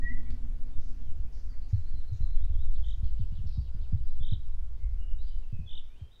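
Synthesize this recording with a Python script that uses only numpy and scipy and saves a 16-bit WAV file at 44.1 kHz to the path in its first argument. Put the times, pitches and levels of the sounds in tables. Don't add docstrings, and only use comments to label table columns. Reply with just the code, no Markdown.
import sys
import numpy as np
from scipy import signal
from scipy.fft import rfft, irfft
from scipy.io import wavfile
from scipy.ndimage import uniform_filter1d

SR = 44100
rng = np.random.default_rng(int(sys.argv[2]) if len(sys.argv) > 2 else 0)


def log_audio(samples):
    frames = np.atleast_2d(samples).T
    limited = np.clip(frames, -1, 1)
    pcm = np.round(limited * 32767).astype(np.int16)
    wavfile.write(sys.argv[1], SR, pcm)


N = 273420

# t/s, slow shake level/dB, rumble level/dB
HANDLING_CURVE = [(0, -18.5, -32), (.6, -24.5, -41), (1.2, -26, -36.5), (1.75, -27.5, -40.5),
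                  (2.15, -20, -38.5), (2.6, -16.5, -30), (3.1, -25, -33.5), (3.7, -33, -36),
                  (4.2, -23.5, -35.5), (4.7, -30.5, -35.5), (5.1, -21, -32.5), (5.5, -27.5, -43.5),
                  (5.9, -34.5, -47.5), (6.2, -59, -54.5)]


def gain_of(db):
    return 10 ** (np.asarray(db) / 20)


def evened(x):
    return x / np.sqrt(np.mean(x ** 2) + 1e-20)


def along(rows, column):
    columns = np.transpose(rows)
    return np.interp(np.arange(N) / SR, columns[0], columns[column])


def add(mix, start_s, sound):
    part = mix[round(start_s * SR):][:len(sound)]
    part += sound[:len(part)]


def noise(points, count=N):
    f, db = np.transpose(points)
    hz = np.fft.rfftfreq(count, 1 / SR)
    shape = gain_of(np.interp(np.log(hz + 1), np.log(f + 1), db, -150, -150))
    return evened(irfft(rfft(rng.standard_normal(count)) * shape, count))


def sine(hz, overtone_db=-30):
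    phase = 2 * np.pi * np.cumsum(hz) / SR
    return np.sqrt(2) * (np.sin(phase) + gain_of(overtone_db) * np.sin(2 * phase))


def wood(x, t60_s, build_s):
    taps = np.zeros(SR)
    at = np.arange(0, SR - 20, 20) + rng.integers(0, 20, (SR - 1) // 20)
    taps[at] = rng.choice([-1., 1.], at.shape)
    t = np.arange(SR) / SR
    taps *= gain_of(-60 * t / t60_s) * np.clip(t / build_s, 0, 1)
    return signal.fftconvolve(x, taps / np.linalg.norm(taps))[:N]


def near_birds():
    trill_rows = [(2.813, 3350, -56, .97, 100, .104), (4.197, 3350, -52, .98, 160, .127),
                  (5.658, 3330, -49, .945, -30, .106)]
    whistles, trills = np.zeros((2, N))
    add(whistles, .015, whistle())
    for start_s, *row in trill_rows:
        add(trills, start_s, trill(*row))
    add(trills, .305, snap())
    whistle_echo = gain_of(-10) * wood(whistles, t60_s=.63, build_s=.008)
    trunk_echo = gain_of(-9) * wood(trills, t60_s=.11, build_s=.01)
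    far_echo = gain_of(-14.5) * wood(trills, t60_s=.62, build_s=.04)
    return whistles + whistle_echo + trills + trunk_echo + far_echo


def whistle():
    peak_hz, peak_db, overtone_db = 1918, -38, -41.5
    swell_s, swell_db, scoop_hz = .058, -19, -41
    lift_s, lift_db, lift_hz = .055, -10.5, 128
    t = np.arange(-swell_s, lift_s, 1 / SR)
    swell = np.maximum(-t / swell_s, 0)
    lift = np.maximum(t / lift_s, 0)
    hz = peak_hz + scoop_hz * swell ** 2 + lift_hz * lift ** 2
    level = gain_of(peak_db + swell_db * swell + lift_db * lift)
    return level * sine(hz, overtone_db) * signal.windows.tukey(len(t), .12)


def trill(hz, db, pace, climb_hz, strokes_s):
    lead_s, lead_high = .032, .26
    fast_per_s, slow_per_s, slowing_s = 62, 42, .04
    swing_hz, widening_s, growth_db, growing_s = 510, .046, 7.5, .18
    rise_db, fall_db, fall_s = -14, -5, .03
    t = np.arange(0, lead_s + strokes_s, pace / SR)
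    after = np.maximum(t - lead_s, 0)
    lead = np.clip(1 - t / lead_s, 0, 1)
    width = 1 - np.exp(-t / widening_s)

    rate_per_s = slow_per_s + (fast_per_s - slow_per_s) * np.exp(-after / slowing_s)
    turns = np.cumsum((t > lead_s) * rate_per_s) * pace / SR
    saw = uniform_filter1d(np.interp(turns % 1, [0, .13, 1], [-1, 1, -1]), size=60)
    saw = saw * (1 - lead) ** 6

    shape_db = rise_db * lead ** 2 + growth_db * (np.clip(t / growing_s, 0, 1) - 1)
    shape_db = shape_db + fall_db * np.clip(1 - (t[-1] - t) / fall_s, 0, 1) ** 2
    shape_db = shape_db + 2 * noise([(8, 0), (60, 0), (130, -12)], count=len(t))
    uneven_hz = 40 * noise([(8, 0), (30, 0), (80, -14)], count=len(t))
    level = gain_of(db + shape_db + 4 * saw * width) * signal.windows.tukey(len(t), .07)
    hz = hz + climb_hz * after / strokes_s + uneven_hz
    return level * sine(hz + swing_hz * (width * saw + lead_high * lead), overtone_db=-40.5)


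def snap():
    t = np.arange(3000) / SR
    crack = np.clip(t / .0014, 0, 1) * gain_of(-60 * t / .014)
    rustle = gain_of(-13 - 60 * t / .32)
    grain = noise([(1200, 8), (2300, 3), (4500, 8.5), (9000, -14)], count=len(t))
    return gain_of(-53.5) * (crack + rustle) * grain


def far_birds():
    # start t/s, length/s, start f/Hz, end f/Hz, level/dB
    glides = [(.25, .07, 2210, 2290, -73), (.97, .18, 3750, 2750, -82), (1.485, .055, 4960, 4400, -74),
              (1.612, .042, 3850, 4850, -73), (1.729, .026, 3800, 4400, -71),
              (1.843, .062, 3850, 4650, -72), (1.945, .055, 4060, 4150, -69),
              (2.065, .065, 4120, 4150, -72), (2.207, .052, 4070, 4130, -66.5),
              (3.22, .14, 1575, 1560, -86), (3.505, .095, 4680, 4620, -74), (3.522, .07, 3850, 3850, -74),
              (3.69, .2, 1482, 1470, -84.5), (4.48, .05, 980, 1040, -77), (4.97, .16, 2830, 2880, -72),
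              (5.18, .05, 3650, 4050, -69), (5.208, .03, 4000, 4750, -71.5), (.69, .11, 3400, 3760, -80),
              (5.235, .08, 4820, 4760, -74.5), (5.274, .024, 3800, 3000, -71.5),
              (5.3, .06, 3060, 3020, -75), (5.423, .035, 2980, 2540, -73), (5.512, .13, 2640, 2490, -73.5),
              (5.885, .075, 2200, 2520, -77), (5.945, .05, 2480, 3230, -73.5), (5.98, .07, 3200, 3170, -70),
              (6.108, .032, 3330, 3980, -69)]
    figures = {"chuck": (.02, 2750, 1350, -74), "pipe": (.06, 1930, 1960, -81),
               "flick": (.025, 4140, 3550, -72), "dip": (.045, 3520, 3170, -73),
               "climb": (.066, 3270, 3950, -72), "pip": (.028, 4780, 4880, -76),
               "hook": (.02, 2620, 3040, -75)}
    figure_starts = {"chuck": [1.365, 1.532, 1.699, 1.865, 2.032, 2.372], "pipe": [1.513, 2.18, 2.847],
                     "flick": [1.997, 2.127, 2.257], "dip": [2.342, 2.525], "climb": [2.397, 2.575], "pip":
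                     [3.058, 3.73, 3.908], "hook": [3.165, 3.315]}
    # start t/s, end f/Hz, level/dB at its end
    fall_rows = [(2.726, 2520, -68), (3.029, 2520, -68), (3.175, 2520, -67.5), (3.334, 2520, -67.5),
                 (3.452, 2250, -72.5), (3.627, 2250, -72), (3.797, 2250, -70), (3.96, 2250, -75),
                 (4.13, 2250, -74.5)]
    # start t/s, length/s, centre f/Hz, level/dB
    chirp_rows = [(0.768, 0.17, 5540, -76), (1.304, 0.12, 5370, -72.5), (1.683, 0.039, 5680, -72),
                  (2.12, 0.068, 6030, -74), (2.842, 0.082, 6070, -77.5), (3.46, 0.042, 4830, -68),
                  (3.499, 0.071, 4380, -70.5), (4.068, 0.055, 4300, -73.5), (5.215, 0.11, 3870, -76)]
    # start t/s, length/s, centre f/Hz, level/dB
    warbles = [(1.755, .03, 4150, -76), (4.77, .14, 2160, -78), (6.13, .05, 3720, -69)]
    fall_s, fall_top_hz, fall_gain_db = .076, 4900, 15
    buzz_s, buzz_hz, buzz_db = .05, 3930, -3.5
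    dry, falls = np.zeros((2, N))
    for start_s, *row in glides:
        add(dry, start_s, note(*row))
    for name, row in figures.items():
        for start_s in figure_starts[name]:
            add(dry, start_s, note(*row))
    for start_s, end_hz, db in fall_rows:
        add(falls, start_s, note(fall_s, fall_top_hz, end_hz, db, fall_gain_db))
        add(dry, start_s, chirp(buzz_s, buzz_hz, db + buzz_db))
    for start_s, *row in chirp_rows:
        add(dry, start_s, chirp(*row))
    for start_s, *row in warbles:
        add(dry, start_s, chirp(*row, share=.1))
    near_trees = gain_of(-7) * wood(dry + falls, t60_s=.1, build_s=.003)
    deep_trees = wood(dry + gain_of(-5) * falls, t60_s=.82, build_s=.012)
    return dry + falls + near_trees + deep_trees


def note(length_s, start_hz, end_hz, db, gain_db=0):
    bend = 1.3
    u = np.linspace(0, 1, round(length_s * SR))
    chance = rng.standard_normal((2, len(u) + 300))
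    smooth = uniform_filter1d(uniform_filter1d(chance, size=130), size=130)
    flutter, waver = 14 * smooth[:, 150:-150]
    hz = (end_hz + (start_hz - end_hz) * (1 - u) ** bend) * (1 + .007 * waver)
    level = gain_of(db + gain_db * (u - 1) + 2.2 * flutter)
    return level * sine(hz) * signal.windows.tukey(len(u), .5)


def chirp(length_s, hz, db, share=.4):
    count, width_hz = round(length_s * SR), share * hz
    edges = [(hz - width_hz, -20), (hz - width_hz / 3, 0), (hz + width_hz / 3, 0), (hz + width_hz, -20)]
    band = noise(edges, count=count)
    throb = 1 + .38 * np.sin(2 * np.pi * (44 * np.arange(count) / SR + rng.random()))
    return gain_of(db) * band * throb * signal.windows.tukey(count, .5)


def thumps():
    bumps = [(0.775, -31.5, 52), (1.079, -34, 62), (1.186, -31, 55), (1.726, -17.5, 69.6),
             (1.936, -26.5, 45.3), (2.117, -26, 70.5), (2.204, -18.5, 49), (2.493, -29.5, 65.4),
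             (2.628, -31.5, 46), (3.024, -28, 53), (3.194, -27.5, 67.5), (3.32, -30, 68.6),
             (3.384, -32, 64), (3.438, -31, 64), (3.574, -24.5, 62), (3.743, -30.5, 47.6),
             (3.923, -22, 79.4), (4.2, -34.5, 69.6), (4.318, -23, 65.2), (5.524, -30.5, 81),
             (5.588, -26.5, 57), (6.009, -39, 73.7)]
    dull_from_s, dull_to_s = .7, 2.7
    out = np.zeros(N)
    for start_s, db, ring_hz in bumps:
        add(out, start_s, gain_of(db) * bump(ring_hz, dull_from_s < start_s < dull_to_s))
    return out


def bump(ring_hz, dull):
    sweep_span_hz = 178.2 * (.5 if dull else 1)
    skirt_db = -24 + (-17 if dull else 0)
    t = np.arange(round(.3 * SR)) / SR
    hz = .88 * ring_hz + sweep_span_hz * np.exp(-t / .0092)
    sweep = np.sin(2 * np.pi * np.cumsum(hz) / SR) * (t / .015) ** 2 * np.exp(2 - 2 * t / .014)
    spectrum = [(.5 * ring_hz, -20), (ring_hz, 0), (1.44 * ring_hz, -4), (180, skirt_db), (300, -38)]
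    ring = noise(spectrum, count=len(t))
    return sweep + ring * np.clip(t / .019, 0, 1) * gain_of(-2.5 - 60 * t / .27)


def handling():
    lumps = noise([(1, -13.5), (6, -4), (14, -22)])
    ramp = np.clip(.15 + np.arange(N) / SR / .05, 0, 1)
    rumbling, humming = rumble(lumps), hum(lumps)
    return (shake() + rumbling) * ramp + humming


def shake():
    # f/Hz, density level/dB
    shake_spectrum = [(2, -7.5), (7, -4), (11, -1.5), (16, -15.5), (24, -17), (36, -39.5)]
    return gain_of(along(HANDLING_CURVE, column=1)) * noise(shake_spectrum)


def rumble(lumps):
    # f/Hz, density level/dB
    rumble_spectrum = [(12, -6.5), (25, 4), (60, 0), (95, -14.5), (130, -25), (180, -50.5), (320, -46)]
    lumpy = evened(noise(rumble_spectrum) * gain_of(1.4 * lumps))
    return gain_of(along(HANDLING_CURVE, column=2)) * lumpy


def hum(lumps):
    # f/Hz, level/dB
    hum_spectrum = [(100, 0.5), (155, -1), (195, -19.5), (243, 2), (330, -23.5)]
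    start_db, sink_db, sink_s, end_s = -49.5, -20.5, 1.24, 3.06
    t = np.arange(N) / SR
    db = start_db + sink_db * (1 - np.exp(-(t / sink_s) ** 2))
    fade_out = np.clip((end_s - t) / .3, 0, 1)
    return gain_of(db + 2.45 * lumps) * fade_out * noise(hum_spectrum)


def air():
    # f/Hz, level/dB
    air_spectrum = [(150, 3.5), (250, -1.5), (412, -3), (781, -9), (978, -11.5), (2090, -17), (3060, -17.5),
                    (5040, -21), (11900, -31.5), (16800, -31.5)]
    mid_db, settle_db_per_s = -67, -.5
    _, _, z = signal.stft(noise(air_spectrum), nperseg=512, noverlap=384)
    patches = uniform_filter1d(rng.standard_normal(z.shape), size=8, axis=0)
    patches = evened(uniform_filter1d(patches, size=20, axis=1))
    _, patchy = signal.istft(z * gain_of(1.68 * patches), nperseg=512, noverlap=384)
    level_db = mid_db + settle_db_per_s * (np.arange(N) - N / 2) / SR
    return gain_of(level_db) * evened(patchy[:N])


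def scene():
    return (near_birds() + far_birds() + thumps() + handling() + air())[None]


def record(dry):
    edge_hz = 15680
    lowpass = signal.firwin(1023, edge_hz, window=("kaiser", 9), fs=SR)
    return signal.oaconvolve(dry, lowpass[None], "same")


dry = scene()
out = record(dry)
log_audio(out)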